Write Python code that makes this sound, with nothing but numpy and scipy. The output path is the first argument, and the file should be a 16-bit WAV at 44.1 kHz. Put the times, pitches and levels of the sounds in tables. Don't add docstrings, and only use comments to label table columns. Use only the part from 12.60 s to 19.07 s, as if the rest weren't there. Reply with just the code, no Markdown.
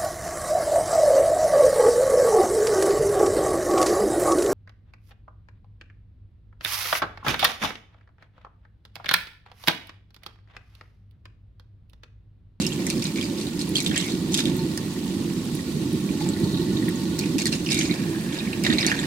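import sys
import numpy as np
from scipy import signal
from scipy.fft import rfft, irfft
from scipy.io import wavfile
from scipy.ndimage import uniform_filter1d

SR = 44100
rng = np.random.default_rng(int(sys.argv[2]) if len(sys.argv) > 2 else 0)


def linear_from_db(decibels):
    return 10 ** (np.asarray(decibels, float) / 20)


def pcm_store(signal):
    levels = np.round(np.clip(np.atleast_2d(signal), -1, 1) * 32767)
    wavfile.write(sys.argv[1], SR, levels.astype(np.int16).T)


N = 285229

# start t/s, length/s, spray level/dB, depth of its air pockets/dB
GULP_TIMES = [(-.002, 0.051, -31, -9), (0.066, 0.073, -36.5, -8), (0.175, 0.1, -41.5, 1.5),
              (0.283, 0.078, -33, -6.5), (0.418, 0.04, -30, -7), (0.558, 0.13, -37, -4),
              (0.773, 0.064, -35.5, -8), (0.99, 0.031, -32, -9), (1.15, 0.12, -35.5, -10),
              (1.26, 0.023, -29.5, -4.5), (1.323, 0.038, -34.5, 1.5), (1.358, 0.17, -32, -7.5),
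              (1.714, 0.017, -32.5, -10), (1.743, 0.0092, -25, -17), (1.767, 0.035, -25, -6.5),
              (1.865, 0.01, -29.5, -3.5), (3.599, 0.045, -35.5, -6), (4.585, 0.054, -33.5, -2),
              (4.783, 0.034, -26, -7), (4.86, 0.024, -29.5, -12.5), (4.921, 0.029, -29, -3.5),
              (5.059, 0.046, -40.5, -11), (5.1, 0.14, -27.5, -6), (5.247, 0.21, -40, 1.5),
              (5.723, 0.08, -36.5, -1.5), (5.923, 0.019, -44, 4.5), (6.04, 0.11, -29, -0.5),
              (6.186, 0.079, -31.5, -0.5), (6.264, 0.055, -28, 0.5), (6.336, 0.11, -37, -1)]
LEFT_LAG = 18
SECOND_MODE = 1.93


def evened(x):
    return x / np.sqrt(np.mean(x ** 2) + 1e-20)


def curve(rows, axis):
    rows = np.array(rows)
    return np.interp(np.arange(N) / SR, rows[:, 0], rows[:, axis])


def read(points, hz):
    f, value = np.transpose(points)
    return np.interp(np.log(hz + 1), np.log(f + 1), value)


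def lowpass(x, taps, hz):
    return signal.oaconvolve(x, signal.firwin(taps, hz, fs=SR)[None], "same")


def bandpass(x, low_hz, high_hz):
    return signal.sosfilt(signal.butter(2, [low_hz, high_hz], "band", fs=SR, output="sos"), x)


def both_ports(x):
    return np.array([np.roll(x, LEFT_LAG), x])


def ring(t, hz, t60, rise=0.00024):
    return np.sin(2 * np.pi * hz * t) * (1 - np.exp(-t / rise)) * linear_from_db(-60 * t / t60)


def narrow_noise(hz, width_hz):
    real, imaginary = rng.standard_normal((2, len(hz)))
    wobble_filter = signal.butter(2, width_hz / 2, fs=SR, output="sos")
    wobble = signal.sosfilt(wobble_filter, real + 1j * imaginary)
    return evened((wobble * np.exp(2j * np.pi * np.cumsum(hz) / SR)).real)


def noise(colour, size, patchy_db, flicker_db):
    # f/Hz, likeness (0 to 1)
    likeness = [(30, .9), (60, .97), (130, .995), (290, .99), (640, .76), (1410, .35), (3100, .05),
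                (15000, 0)]
    frames, hz = 4 * N // size + 5, np.fft.rfftfreq(size, 1 / SR)
    a, b, c, d, patches = rng.standard_normal((frames, len(hz), 5)).T
    patches = uniform_filter1d(patches, size=4, axis=0)
    patches = evened(uniform_filter1d(patches, size=6, axis=1))
    flicker = evened(uniform_filter1d(rng.standard_normal(frames), size=3))
    same = np.clip(read(likeness, hz), -1, 1)[:, None]
    left = a + 1j * b
    right = same * left + np.sqrt(1 - same ** 2) * (c + 1j * d)
    level_db = colour(hz)[:, None] + patchy_db * patches + flicker_db * flicker
    spectra = np.array([left, right]) * linear_from_db(level_db)
    return evened(signal.istft(spectra, nperseg=size, noverlap=3 * size // 4)[1][:, :N])


def sputters():
    rows, t, out = breaks(), np.arange(700) / SR, np.zeros((2, N + 800))
    cracks = rng.standard_normal((len(rows), 3, len(t)))
    cracks = cracks[:, :2] + 0.22 * cracks[:, 2:]
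    bright = bandpass(cracks, 4900, 9300)
    broad = bandpass(cracks, 1600, 5500)
    crack_shape = (1 - np.exp(-t / 0.00049)) * linear_from_db(-60 * t / 0.0026)
    for (s, db, low_hz, low_db, high_hz, crack_db), top, body in zip(rows, bright, broad):
        low_ring = linear_from_db(low_db - 1.5) * ring(t, low_hz, 0.011, rise=0.00036)
        high_ring = 0.81 * ring(t, high_hz, 0.0067)
        crack = (linear_from_db(crack_db + 23) * top + 0.5 * body) * crack_shape
        tick = low_ring + high_ring + crack
        for side, lag in enumerate((LEFT_LAG, 0)):
            at = round(s * SR) + lag
            out[side, at:at + len(t)] += linear_from_db(db + 5) * tick[side]
    return out[:, :N]


def breaks():
    # t/s, peak level/dB, ring f/Hz, crack share/dB
    slugs = [(0.0663, -13.5, 5440, -10), (.267, -20, 8100, -4), (0.301, -15.5, 4260, -5.5),
             (.4238, -21.5, 5400, -19), (.441, -20, 6050, -8.5), (0.4545, -15.5, 4000, -28),
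             (.612, -16.5, 3370, -18), (0.6274, -24, 4900, -14), (0.9926, -19.5, 5130, -15),
             (1.0137, -17, 4140, -21), (1.1558, -23, 3480, -4.5), (1.1672, -7.5, 4320, -19),
             (1.2035, -14, 3900, -12.5), (1.263, -9, 3580, -19), (1.378, -13, 8000, -9),
             (1.7424, -10, 3540, -13), (1.7753, -12.5, 3450, -10.5), (1.8554, -12, 3530, -23),
             (2.176, -25, 5020, -4.5), (3.689, -16.5, 7700, -23), (4.591, -21.5, 4400, -2),
             (4.783, -24, 5100, -2), (4.856, -12.5, 4300, -11), (4.866, -12.5, 4200, -20),
             (4.927, -14, 4130, -18), (5.119, -12, 3850, -11), (5.1445, -16.5, 3830, -6),
             (5.1898, -10.5, 6480, -13.5), (6.038, -19, 5030, -13), (6.2654, -14, 4170, -4)]
    # t/s, peak level/dB, pocket f/Hz, second ring/dB
    glugs = [(0.067, -24, 2930, -20), (0.559, -29, 2200, 3), (0.585, -22, 2320, -18),
             (1.1558, -10, 3330, -5), (1.3137, -22, 1740, 3), (1.3642, -17, 3170, -7),
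             (1.378, -21, 3210, -10), (4.283, -22, 1880, -3), (4.637, -23, 2540, -16),
             (4.783, -22.5, 2610, -5), (4.865, -21, 1790, -18), (4.9283, -22, 2760, -1),
             (5.0634, -21, 2950, -5), (5.089, -18.5, 2630, 1.5), (5.1057, -21.5, 2300, -2),
             (5.189, -19, 2260, -13), (5.2095, -16.5, 3080, -1), (5.309, -33, 2200, -7),
             (5.9304, -19.5, 2640, -16), (6.049, -20.5, 2030, 8), (6.0651, -11, 1940, -0.5),
             (6.1024, -17.5, 1900, 6), (6.127, -18.5, 1940, 7.5), (6.1839, -19.5, 2080, 13),
             (6.2289, -17.5, 2010, 7.5), (6.247, -16, 1860, 3), (6.278, -17, 2360, -4),
             (6.3159, -8.5, 1740, -6), (6.341, -18, 1740, -11), (6.39, -20, 1810, 3)]
    # t/s, peak level/dB, f/Hz
    drips = [(0.0609, -35, 2620), (0.2721, -27, 2070), (0.2996, -23, 2620), (0.3051, -25, 2330),
             (0.6262, -24, 2430), (1.1834, -21, 3240), (1.2063, -34, 2240), (1.2622, -28, 3300),
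             (1.3445, -21, 2560), (1.3561, -21, 1930), (1.3888, -30, 3190), (1.4244, -38, 3190),
             (1.7433, -24.0, 3280), (1.7487, -22, 2600), (1.7538, -34, 3270), (1.7748, -21.7, 3270),
             (1.7835, -31, 3300), (1.7962, -26, 2240), (1.8035, -31, 3300), (1.8546, -30, 3220),
             (1.8655, -34, 3250), (4.8072, -28, 2330), (4.8126, -28.2, 2220), (4.8558, -23.5, 1985),
             (4.936, -22, 2720), (5.0702, -22, 2580), (5.0924, -23, 2600), (5.1112, -34, 2430),
             (5.1181, -21.8, 2240), (5.1239, -22.0, 2400), (5.1297, -23, 2300), (5.1359, -23, 2400),
             (5.1446, -25, 2180), (5.1501, -30, 2130), (5.1562, -22, 2300), (5.1682, -21, 2240),
             (5.1816, -19, 2250), (5.2038, -20, 2370), (5.2132, -20, 2070), (5.219, -33, 2240),
             (5.2237, -28.2, 2150), (5.2375, -29.3, 2420), (5.3133, -29.3, 2330), (6.0379, -27, 2820),
             (6.0426, -24, 2320), (6.0992, -17, 1810), (6.1162, -17, 1810), (6.1398, -35, 2150),
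             (6.1721, -25, 2150), (6.1884, -17.5, 2290), (6.1997, -20, 2410), (6.2146, -22, 2350),
             (6.2396, -26.8, 2280), (6.2646, -26.5, 2170), (6.2708, -21, 2220), (6.2839, -15.5, 1810),
             (6.3024, -22, 2780), (6.3071, -19, 2580), (6.3248, -33, 2330), (6.3782, -25, 1810)]
    # t/s, peak level/dB, f/Hz
    spits = [(0.0007, -23, 4420), (0.0177, -30.8, 4200), (0.124, -34, 3360), (0.3044, -32, 4310),
             (0.3116, -33, 4050), (0.468, -35, 6460), (0.6421, -23, 4800), (0.8137, -26, 4330),
             (0.8685, -24, 3940), (1.1537, -22, 4390), (1.1827, -16, 4220), (1.1907, -19, 4250),
             (1.2117, -26, 5600), (1.276, -28, 3550), (1.3159, -33, 3340), (1.3634, -22, 5080),
             (1.3892, -32, 3360), (1.4022, -36, 3940), (1.4244, -23, 3360), (1.72, -38, 5770),
             (1.7338, -20, 6290), (1.7538, -25, 3530), (1.7607, -25, 7920), (1.7835, -15, 3500),
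             (1.7922, -16, 3560), (1.8031, -17, 3700), (1.8107, -28.3, 3700), (1.8536, -28, 4600),
             (1.8655, -33, 3530), (4.5968, -22, 4270), (4.7873, -24, 6890), (4.7949, -23, 5320),
             (4.8076, -28, 4130), (4.87, -29.9, 7900), (4.8761, -30, 4340), (4.936, -19, 5230),
             (4.9422, -29.1, 3960), (5.0623, -29.9, 4870), (5.1297, -18, 8440), (5.1599, -21, 3720),
             (5.1747, -28, 3620), (5.1805, -26, 5170), (5.1885, -30, 4650), (5.2107, -25, 3360),
             (6.0564, -30.4, 3700), (6.0651, -24.3, 3960), (6.0767, -28, 3790), (6.1155, -26.8, 3930),
             (6.1318, -24, 4570), (6.167, -29, 3880), (6.1942, -32, 3880), (6.2022, -30.0, 4740),
             (6.2247, -24, 5200), (6.2392, -28.7, 3880), (6.2577, -25.1, 3790), (6.2835, -21, 3960),
             (6.3016, -28.0, 4800), (6.3158, -20, 3560), (6.343, -35, 3530), (6.3905, -20, 3450)]
    long_hz = 2420
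    rows = [(s, db, long_hz, -33.5, hz, crack_db) for s, db, hz, crack_db in slugs]
    rows += [(s, db + second_db, hz, -second_db, SECOND_MODE * hz, -47) for s, db, hz, second_db in glugs]
    rows += [(s, db - 1.5 - 31, hz, 31, SECOND_MODE * hz, -20) for s, db, hz in drips]
    rows += [(s, db + 1.5, long_hz, -26, hz, -17.5) for s, db, hz in spits]
    return rows + strays()


def strays():
    rows, per_s = [], 75
    start_hz, end_hz, opens_s = 2830, 2200, 0.041
    for (s, length, db, depth_db), luck in zip(GULP_TIMES, rng.random((len(GULP_TIMES), 24, 5))):
        for k, (at, size, low, high, crack) in enumerate(luck[:int(per_s * length)]):
            u = (k + 0.5 + 0.9 * at) / per_s
            low_hz = end_hz + (start_hz - end_hz) * np.exp(-u / opens_s)
            low_hz = (low_hz - 19 * (depth_db + 9)) * (0.93 + 0.17 * low)
            high_hz = 3400 + 1300 * high ** 2.5
            crack_db = -17 - 14 * crack - 4.5 * (depth_db + 3)
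            rows.append((s + u, db - 5 - 8 * size, low_hz, depth_db - 9.5, high_hz, crack_db))
    return rows


def gulps():
    t = np.arange(0, N + 16, 16) / SR
    power = np.full(len(t), linear_from_db(2 * -46))
    upright = np.clip((t - 5.4) / 0.23, 0, 1)
    deep = power * linear_from_db(2 * (-5 + 7 * upright))
    for s, length, db, depth_db in GULP_TIMES:
        u = t - s
        sag_db = -3 * np.clip(u / length, 0, 1)
        drain_db = -227 * np.maximum(u - length, 0)
        gulp = np.clip(u / 0.0021, 0, 1) ** 2 * linear_from_db(2 * (db + sag_db + drain_db))
        power = power + gulp
        deep = deep + gulp * linear_from_db(2 * depth_db)
    spurts = linear_from_db(3 * evened(uniform_filter1d(rng.standard_normal(len(t)), size=12)))
    strength, depth = np.sqrt(power) * spurts, np.sqrt(deep / power)
    return [np.interp(np.arange(N) / SR, t, x) for x in (strength, depth)]


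def wash():
    # f/Hz, level/dB per Hz
    spray_colour = [(290, -43), (500, 0.5), (1230, -13), (1580, -7), (1900, -5), (2930, -4.5), (3860, 2.5),
                    (5970, -0.5), (7980, -2.5), (14900, -23), (16000, -39)]
    # f/Hz, level/dB
    pockets = [(620, -8), (1050, -29), (1450, -20), (1780, -10), (1950, -31), (2200, -6.5), (2350, 7.5),
               (2650, 6.5), (3150, -17), (3600, 13), (3950, -19), (4400, -30), (5000, 9)]
    spray, deep = gulps()
    deep = deep * linear_from_db(7)
    hiss = noise(lambda hz: read(spray_colour, hz), size=256, patchy_db=3, flicker_db=2)
    low = lowpass(hiss, 255, 2900)
    t, drops = np.arange(900) / SR, np.zeros(N)
    for hz, db in pockets:
        hits = rng.random(N) < 120 / SR
        sizes = linear_from_db(3 * np.minimum(rng.exponential(1, N), 2.5)) * hits
        rung = signal.oaconvolve(sizes, linear_from_db(db) * ring(t, hz, 32 / hz))[:N]
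        drops += rung * (deep if hz < 2900 else 1)
    drops = evened(both_ports(drops))
    top = hiss - lowpass(hiss, 255, 5600)
    hiss = hiss - top + top / np.sqrt(1 + (0.27 * deep) ** 2)
    slosh = lowpass(hiss, 255, 1250)
    low = low - slosh
    hiss = hiss - slosh + 0.47 * deep ** 2 * slosh
    return spray * linear_from_db(-3) * (hiss - low + deep * low), spray * linear_from_db(-10) * drops


def gargles():
    # t/s, length/s, level/dB, start f/Hz, end f/Hz
    glides = [(0, 0.061, -43, 2800, 2594), (0.096, .04, -45, 2710, 2810), (5.35, .65, -49, 1716, 1755),
              (0.423, 0.07, -46, 2390, 2450), (0.561, 0.074, -46.5, 2230, 2355),
              (1.169, 0.047, -40.5, 2700, 2210), (1.236, 0.025, -47, 2410, 2480),
              (1.262, .035, -39, 3500, 3440), (1.366, 0.12, -42.5, 2050, 2213),
              (1.365, 0.072, -40, 3185, 3010), (3.825, .2, -47.5, 4080, 4010),
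              (4.856, 0.012, -34, 1914, 1790), (5.12, 0.06, -39, 3820, 3760),
              (5.187, 0.095, -42, 6500, 6640), (5.291, 0.037, -41.5, 2250, 2244),
              (6.323, .14, -48, 1760, 1792)]
    out, edge_s = np.zeros(N + SR), 0.004
    for s, length, db, from_hz, to_hz in glides:
        t = np.arange(0, length + 4 * edge_s, 1 / SR)
        hz = from_hz + (to_hz - from_hz) * np.minimum(t / length, 1)
        shape = np.minimum(t / 0.0025, 1) * np.exp(-np.maximum(t - length, 0) / edge_s)
        out[round(max(s, 0) * SR):][:len(t)] += linear_from_db(db) * shape * narrow_noise(hz, 0.14 * from_hz)
    return both_ports(out)[:, :N]


def blips():
    # t/s, peak level/dB, f/Hz
    bubbles = [(.055, -24, 2780), (.12, -24, 3250), (.134, -19, 7340), (0.22, -37, 1900), (.267, -28, 1990),
               (1.19, -32, 2520), (1.5216, -26, 4080), (1.992, -24, 4200), (2.176, -30.5, 1810),
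               (2.362, -37, 1910), (2.9922, -36, 1870), (3.4892, -33, 2400), (3.6193, -27, 4500),
               (3.7347, -25, 4020), (3.765, -34, 1940), (3.841, -24.5, 4410), (3.93, -27, 4060),
               (3.945, -22, 3830), (3.9731, -22, 3900), (4.0165, -26, 4100), (4.169, -21, 3760),
               (4.225, -31.5, 1890), (4.359, -22, 7000), (5.547, -33, 1660), (5.763, -33, 2520),
               (5.7867, -20, 3830), (5.796, -21, 3720), (5.805, -27.5, 2520), (5.873, -29, 2250),
               (6.2098, -10.5, 5080), (6.398, -15.5, 7300), (1.3638, -23, 1850), (5.2948, -29, 2100),
               (5.311, -16, 3960), (5.3285, -34, 4640), (5.727, -35, 2300), (5.725, -25.5, 3400),
               (5.756, -26, 3750), (5.79, -24, 4970), (5.931, -26, 4070), (6.4375, -27, 1770),
               (0.612, -22, 5100), (0.654, -27, 4700), (1.466, -28, 5200), (1.529, -32, 4100),
               (6.2767, -15, 4550)]
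    t, out = np.arange(900) / SR, np.zeros(N + 900)
    for s, db, hz in bubbles:
        out[round(s * SR):][:len(t)] += linear_from_db(db + 7.5) * ring(t, hz, 26 / hz, rise=0.00055)
    return both_ports(out)[:, :N]


def plops():
    # t/s, peak level/dB, f/Hz
    big_bubbles = [
        (1.298, -13.5, 245),
        (3.61, -26.5, 780),
        (3.662, -29, 794),
        (4.755, -11.5, 264),
        (6.096, -9.5, 238),
    ]
    t, out = np.arange(2500) / SR, np.zeros(N + 2500)
    for s, db, hz in big_bubbles:
        out[round(s * SR):][:len(t)] += linear_from_db(db) * ring(t, hz * (1.06 + 2 * t), 0.041, rise=0.0012)
    return out[:N]


def snaps():
    # t/s, peak level/dB, f/Hz
    tiny_bubbles = [(0.0657, -47, 10100), (0.2663, -37, 8500), (0.2997, -31, 8660), (0.423, -34.5, 13400),
                    (0.5407, -43, 8900), (1.0917, -22, 10100), (1.1533, -28, 9810), (1.19, -33, 8900),
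                    (1.231, -23, 11400), (1.279, -24, 11800), (1.3766, -32, 9100), (1.4641, -24, 8550),
                    (1.7424, -28, 8900), (1.7739, -27, 9680), (1.967, -24, 13200), (2.174, -23, 9100),
                    (2.4588, -29, 9900), (2.851, -30, 9900), (2.9506, -21, 9900), (3.3292, -24, 9600),
                    (3.7998, -27, 9200), (4.2892, -23, 9900), (4.5905, -15, 8500), (4.783, -42, 8500),
                    (4.854, -37, 9100), (5.1178, -31, 8560), (5.1891, -47, 8710), (5.6096, -28, 9180),
                    (6.037, -19, 8400), (6.2642, -31, 8840)]
    t, out = np.arange(900) / SR, np.zeros((2, N + 900))
    puffs = np.diff(rng.standard_normal((len(tiny_bubbles), 2, len(t) + 2)), n=2)
    puffs = puffs * linear_from_db(-60 * t / 0.014) * (1 - np.exp(-t / 0.0005))
    for (s, db, hz), puff in zip(tiny_bubbles, puffs):
        snap = 0.8 * ring(t, hz, 0.0066, rise=0.0002) + 0.23 * puff
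        out[:, round(s * SR):][:, :len(t)] += linear_from_db(db) * snap
    return out[:, :N]


def boom():
    # t/s, level/dB
    churning = [(0, -25), (.25, -26.5), (.6, -27.5), (1.05, -27), (1.3, -26.5), (1.6, -27), (1.95, -23),
                (2.25, -29.5), (2.6, -25.5), (2.9, -28), (3.4, -26), (3.9, -23), (4.3, -24), (4.9, -26.5),
                (5.5, -25), (5.85, -29.5), (6.12, -22), (6.46, -29)]
    # f/Hz, level/dB per Hz
    boom_colour = [(15, -43), (35, -47), (50, -48), (62, -25.5), (90, -11.5), (110, -11.5), (125, -16.5),
                   (150, -4), (186, -1.5), (250, -4.5), (325, -1.5), (375, -7.5), (420, -19.5), (500, -23),
                   (700, -36), (1200, -55)]
    x = noise(lambda hz: read(boom_colour, hz), size=2048, patchy_db=0.7, flicker_db=1.7)
    deep = lowpass(x, 2047, 220)
    churn_db = curve(churning, axis=1)
    return linear_from_db(churn_db - 4) * evened(deep) + linear_from_db(churn_db - 3) * evened(x - deep)


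def fizz():
    # f/Hz, level/dB per Hz
    foam_colour = [(260, -6), (450, -3), (620, -14), (860, -8.5), (1240, -13.5), (1600, -20), (2100, -18.5),
                   (3000, -12), (4000, -13.5), (4500, -12.5), (5200, -14.5), (9200, -15), (9800, -18.5),
                   (16000, -24.5)]
    hiss = noise(lambda hz: read(foam_colour, hz), size=512, patchy_db=2.5, flicker_db=0.73)
    t, pops = np.arange(300) / SR, np.zeros((2, N))
    for hz in np.geomspace(1500, 14500, 24):
        bursts = rng.random((2, N)) < 9 / SR
        sizes = linear_from_db(0.91 * np.minimum(rng.exponential(1, (2, N)), 4)) * bursts
        pop = ring(t, hz * (1 + 25 * t), 14 / hz) * linear_from_db(read(foam_colour, hz)) * np.sqrt(hz)
        pops += signal.oaconvolve(sizes, pop[None], axes=1)[:, :N]
    return linear_from_db(-44.5) * (linear_from_db(4) * hiss + linear_from_db(-5) * evened(pops))


def tones():
    # f/Hz, width/Hz, level/dB
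    resonances = [(571, 11, -62.5), (897, 90, -62), (1071, 22, -63.5), (1112, 19, -60.5), (1442, 58, -62),
                  (1810, 95, -59), (1940, 90, -58.5), (4100, 1060, -50)]
    # t/s, level/dB
    draw = [
        (0, -46),
        (.4, -49),
        (2.0, -45),
        (2.8, -50),
        (3.5, -46.5),
        (4.15, -43.5),
        (5.8, -49.5),
        (6.4, -42.5),
    ]

    def colour(hz):
        peaks = [linear_from_db(2 * db) / w / (1 + (2 * (hz - f) / w) ** 4) for f, w, db in resonances]
        return 10 * np.log10(sum(peaks))

    return linear_from_db(curve(draw, axis=1)) * noise(colour, size=2048, patchy_db=1.5, flicker_db=0.5)


def whistle():
    # t/s, f/Hz, level/dB
    wavering = [
        (0, 900, -63),
        (1.5, 895, -63.5),
        (1.82, 892, -49.5),
        (2.3, 900, -62),
        (3.4, 885, -64),
        (3.6, 850, -56),
        (3.85, 897, -50),
        (4.5, 908, -55),
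        (5.1, 905, -65),
        (6.46, 895, -56),
    ]
    t, width_hz = np.arange(N) / SR, 21
    tone = linear_from_db(curve(wavering, axis=2)) * narrow_noise(curve(wavering, axis=1), width_hz)
    hum_db = -53 - 12.4 * np.clip((t / 1.1) ** 4, 0, 1)
    return tone + linear_from_db(hum_db) * narrow_noise(np.full(N, 564), width_hz)


def tub(x):
    # f/Hz, t60/s
    decay = [(1000, 0.08), (3000, 0.076), (8000, 0.048), (15000, 0.017)]
    taps = np.zeros((2, 8000))
    at = np.arange(80, 7980, 20) + rng.integers(0, 20, (2, 395))
    np.put_along_axis(taps, at, rng.choice([-1., 1.], at.shape), 1)
    hz, t, z = signal.stft(taps, SR, nperseg=128)
    fade = linear_from_db(-60 * t / read(decay, hz)[:, None])
    tail = signal.istft(z * fade, SR, nperseg=128)[1]
    return signal.fftconvolve(x, tail / np.linalg.norm(tail[0]), axes=1)[:, :N]


def scene():
    hiss, drops = wash()
    ticks = sputters() + drops + gargles() + blips() + plops() + snaps()
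    return ticks + hiss + linear_from_db(-5.5) * tub(ticks) + boom() + fizz() + tones() + whistle()


def top_cut(x):
    return signal.sosfilt(signal.butter(12, 16850, fs=SR, output="sos"), x)


def record(dry):
    # f/Hz, level/dB
    lean = [(300, -3.5), (600, -2), (1200, -4), (2500, -4), (4500, -2.5), (8500, -2), (13000, -5.5)]
    hz = np.fft.rfftfreq(N, 1 / SR)
    ports = linear_from_db(read(lean, hz) * np.array([[0.5], [-0.5]]))
    ports = ports / (1 + (hz / 15950) ** 400)
    return top_cut(irfft(rfft(dry) * ports, N))


dry = scene()
out = record(dry)
pcm_store(out)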